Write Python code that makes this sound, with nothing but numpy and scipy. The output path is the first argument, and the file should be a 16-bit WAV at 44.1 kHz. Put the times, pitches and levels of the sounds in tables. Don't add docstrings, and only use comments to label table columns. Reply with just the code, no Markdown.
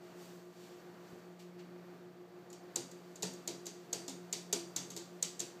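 import sys
import numpy as np
from scipy import signal
from scipy.fft import rfft, irfft, next_fast_len
from scipy.io import wavfile

SR = 44100
rng = np.random.default_rng(int(sys.argv[2]) if len(sys.argv) > 2 else 0)


def generate_wav(signal):
    frames = np.transpose(np.atleast_2d(signal))
    scaled = np.clip(frames, -1, 1) * 32767
    pcm = np.round(scaled).astype(np.int16)
    wavfile.write(sys.argv[1], SR, pcm)


N = 246959
TIME_S = np.arange(N) / SR
AGE_S = np.arange(int(.7 * SR)) / SR
ROOM_T60_S, ROOM_LOW_T60_S = .36, .35
TOP_HZ = 15300

# start in seconds, main claw gain in dB, ping gain re claw in dB,
# pad gain in dB, side claw lag in seconds (negative: it lands first).
PAW_PATS = [(2.5288, -63, 15.5, -77, -0.027), (2.758, -48, 23, -47.5, 0.00065),
            (2.914, -66.5, 17, -73, -0.00075), (3.1581, -65, 20, -71, -0.0025),
            (3.2286, -47, 18.5, -44, -0.0051), (3.3363, -65.5, 17, -67, -0.0035),
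            (3.4756, -50, 20, -49, 0.00039), (3.666, -54, 17.5, -57, -0.0098),
            (3.9286, -48, 21.5, -50, 0.0035), (4.0802, -52.5, 11, -49.5, 0.013),
            (4.3267, -47.5, 20, -54.5, 0.0043), (4.5273, -44, 21.5, -42.5, .0066),
            (4.7621, -46.5, 19.5, -53, 0.0033), (4.9031, -58, 15, -62, 0.014),
            (4.9643, -53, 13, -51.5, .0103), (5.2254, -45.5, 24, -55, .002),
            (5.4013, -49.5, 22, -54, -.0081)]
# frequency in Hz, relative level in dB, T60 in seconds.
PANE_MODES = [(136.3, -11, 0.51), (186.2, -1.5, 0.2), (223, -13, 0.15), (270.6, -4.5, 0.31),
              (343.6, 3, 0.26), (407, 5, 0.074), (466.6, -2.5, 0.07), (573, -7, 0.037), (647, -3, 0.048),
              (790, -8.5, 0.026), (916, -15.5, 0.092), (1160, -17, 0.066), (1366, -5.5, 0.031)]
# frequency in Hz, relative level in dB.
TICK_COLOUR = [(500, -51), (2000, -11), (3000, -10.5), (3800, 1.5), (4600, -4), (5600, -0.5), (7400, 6),
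               (9500, -16.5), (11500, -5), (14000, -13), (15500, -31)]
PING_COLOUR = [(4500, -47), (5600, -17), (6300, 0.5), (7000, 2.5), (7700, -1), (8500, -14.5), (10000, -28)]
TICK_ROOM_COLOUR = [(400, -32), (1200, -14), (2000, -7), (2900, -4.5), (3700, -2.5), (4700, -5),
                    (5600, -1.5), (6500, 1), (7600, -1.5), (8500, -6), (9700, -16), (12000, -17),
                    (15500, -26)]
GLASS_RING_COLOUR = [(4300, -47), (4650, -2), (4850, -1.5), (5150, -40)]
FUR_COLOUR = [(500, -25), (1500, -7), (2800, 2), (4400, -1.5), (7500, -1), (10000, -13.5), (12500, -8.5),
              (15500, -11.5)]
TABLE_COLOUR = [(40, -29), (75, -14), (125, -1), (220, -1), (400, -9), (1000, -33), (4000, -60)]
# start in seconds, level in dB, rise in seconds,
# T60 in seconds, tilt in dB per octave.
TABLE_BRUSHES = [(0.0, -69, .04, 1.8, 0), (.14, -61, 0.088, 1.2, 2), (.49, -63, .16, 1.1, 0),
                 (.98, -69, 0.1, 1.6, 1), (1.388, -60.5, 0.01, 0.38, -1), (1.583, -60.5, 0.012, 0.22, -5.5)]
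# start in seconds, level in dB.
FOOTFALLS = [(1.07, -72), (1.123, -55)]
# multiple of the shaft speed, rms level in dB.
MOTOR_LINES = [(2, -80), (3, -59.5), (6, -60.5), (8, -73.5), (9, -77), (10, -89), (11, -72.5), (12, -72.5),
               (14, -80.5), (20, -77.5), (32, -87)]
# frequency in Hz, density in dB per Hz.
AIR_COLOUR = [(30, -115), (90, -105), (130, -90.5), (180, -84.5), (240, -89), (360, -85.5), (600, -90),
              (1000, -95), (1600, -97.5), (3000, -107), (5000, -111), (7500, -114), (9800, -122),
              (13000, -117)]
# centre in Hz, width in Hz, gain in dB.
PORT_BANDS = [(4735, 500, 6.5), (4966, 500, -7)]


def pawing(side_claw_db=-7, pad_lag_s=.002, full_blow_db=-48, thinning_per_db=0.02, thin_hz=5500):
    out = np.zeros(N)
    tip_filter = signal.butter(1, thin_hz, "high", fs=SR)
    for start_s, main_db, ping_db, pad_db, lag_s in PAW_PATS:
        for land_s, claw_db in (start_s, main_db), (start_s + lag_s, main_db + side_claw_db):
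            tick = claw(ping_db)
            lightness = np.clip(thinning_per_db * (full_blow_db - claw_db), 0, 1)
            tick = (1 - lightness) * tick + lightness * signal.lfilter(*tip_filter, tick)
            add(out, land_s, undb(claw_db) * tick)
        add(out, start_s + pad_lag_s, undb(pad_db) * pad())
    return out


def claw(ping_db, tick_db=19, near_db=7.5, room_db=5, ring_db=-10, grain_db=4.0):
    tick = undb(tick_db) * bending_wave(TICK_COLOUR, travel_s=0.0013)
    ping = np.sqrt(2) * undb(ping_db) * bending_wave(PING_COLOUR, travel_s=0.0066)
    knots_s = np.arange(0, AGE_S[-1], .001)
    grain = undb(grain_db * np.interp(AGE_S, knots_s, rng.standard_normal(len(knots_s))))
    near = undb(near_db) * burst(TICK_COLOUR, t60_s=0.06) * grain
    room_colour = spot_colour(TICK_ROOM_COLOUR, ripple_db=2.0)
    room = undb(room_db) * burst(room_colour, ROOM_T60_S) * attack(rise_s=0.0038)
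    ring = undb(ring_db) * burst(GLASS_RING_COLOUR, t60_s=0.43)
    return tick + ping + near + room + ring


def bending_wave(colour, travel_s):
    size = 1024
    bins_hz = np.fft.rfftfreq(size, 1 / SR)
    lag_cycles = travel_s * (2 * np.sqrt(TOP_HZ * bins_hz) - bins_hz)
    gain = colour_gain(spot_colour(colour, ripple_db=4.0), bins_hz)
    wave = irfft(gain * np.exp(-2j * np.pi * lag_cycles))[:size // 2]
    return np.pad(wave / np.abs(wave).max(), (0, len(AGE_S) - len(wave)))


def spot_colour(colour, ripple_db):
    hz = np.linspace(300, TOP_HZ, 60)
    smooth_db = 20 * np.log10(colour_gain(colour, hz))
    return np.column_stack([hz, smooth_db + ripple_db * rng.standard_normal(len(hz))])


def pad(scatter_db=2.5, direct_gain=7.1, low_cut_hz=125, high_cut_hz=1170):
    spots_db = scatter_db * rng.standard_normal(len(PANE_MODES))
    ring = sum(undb(db + spot_db) * fade(t60_s) * np.cos(2 * np.pi * hz * AGE_S)
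               for (hz, db, t60_s), spot_db in zip(PANE_MODES, spots_db))
    room_paths = rng.standard_normal(len(AGE_S)) * (fade(ROOM_LOW_T60_S) + 0.27 * fade(t60_s=0.051))
    room_paths[0] += direct_gain
    thump = signal.fftconvolve(ring, room_paths)[:len(AGE_S)]
    band = signal.butter(3, [low_cut_hz, high_cut_hz], "band", fs=SR, output="sos")
    thump = signal.sosfilt(band, thump)
    return thump / np.std(thump[AGE_S < .08])


def walking():
    out = np.zeros(N)
    for start_s, level_db, rise_s, t60_s, tilt_db_per_octave in TABLE_BRUSHES:
        swell = attack(rise_s) * np.exp(-np.log(1000) * np.maximum(AGE_S - rise_s, 0) / t60_s)
        colour = [(hz, db + tilt_db_per_octave * np.log2(hz)) for hz, db in FUR_COLOUR]
        add(out, start_s, undb(level_db) * swell * unit_rms(noise(colour, len(AGE_S))))
    for start_s, level_db in FOOTFALLS:
        add(out, start_s, undb(level_db) * burst(TABLE_COLOUR, t60_s=.3) * attack(rise_s=0.0068))
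    return out


def fur_on_sash(start_s=2.5, rise_s=0.58, level_db=-70.5):
    reach = np.clip((TIME_S - start_s) / rise_s, 0, 1)
    return reach * undb(level_db) * unit_rms(noise(FUR_COLOUR, N))


def refrigerator(shaft_hz=58.836, mains_hz=59.98, mains_db=-60.5, waver_db=2.5):
    hunt_hz, hunt_period_s, fastest_s = .075, 2.65, 2.04
    phase_delay_s = .047
    speed_hz = shaft_hz + hunt_hz * np.cos(2 * np.pi * (TIME_S - fastest_s) / hunt_period_s)
    turns = np.cumsum(speed_hz) / SR - shaft_hz * phase_delay_s
    motor = sum(undb(db + waver_db * drift(rate_hz=3.076)) * np.sin(2 * np.pi * multiple * turns)
                for multiple, db in MOTOR_LINES)
    mains = undb(mains_db) * np.sin(2 * np.pi * 6 * mains_hz * (TIME_S - phase_delay_s))
    return np.sqrt(2) * (motor + mains)


def room_air(waver_db=1.5):
    return noise(AIR_COLOUR, N) * undb(waver_db * drift(rate_hz=6.2))


def undb(db):
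    return 10 ** (np.asarray(db) / 20)


def unit_rms(x):
    return x / np.sqrt(np.mean(x ** 2))


def attack(rise_s):
    return np.minimum(AGE_S / rise_s, 1)


def fade(t60_s):
    return np.exp(-np.log(1000) * AGE_S / t60_s)


def colour_gain(colour, bins_hz):
    hz, db = np.transpose(colour)
    return undb(np.interp(np.log(np.maximum(bins_hz, 1)), np.log(hz), db))


def noise(colour, size):
    fft_size = next_fast_len(size)
    white = rfft(rng.standard_normal(fft_size))
    gain = colour_gain(colour, np.fft.rfftfreq(fft_size, 1 / SR))
    return irfft(white * gain, fft_size)[:size] * np.sqrt(SR / 2)


def burst(colour, t60_s):
    return unit_rms(noise(colour, len(AGE_S))) * fade(t60_s)


def drift(rate_hz):
    knots = rng.standard_normal(int(TIME_S[-1] * rate_hz) + 2)
    return np.interp(TIME_S * rate_hz, np.arange(len(knots)), knots)


def add(track, start_s, sound):
    first = max(int(start_s * SR), 0)
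    track[first:first + len(sound)] += sound[:N - first]


def scene():
    return (pawing() + walking() + fur_on_sash() + refrigerator() + room_air())[None]


def record(dry):
    for hz, width_hz, db in PORT_BANDS:
        band = signal.lfilter(*signal.iirpeak(hz, hz / width_hz, fs=SR), dry)
        dry = dry + (undb(db) - 1) * band
    return signal.sosfilt(signal.ellip(10, .2, 70, TOP_HZ, fs=SR, output="sos"), dry)


dry = scene()
out = record(dry)
generate_wav(out)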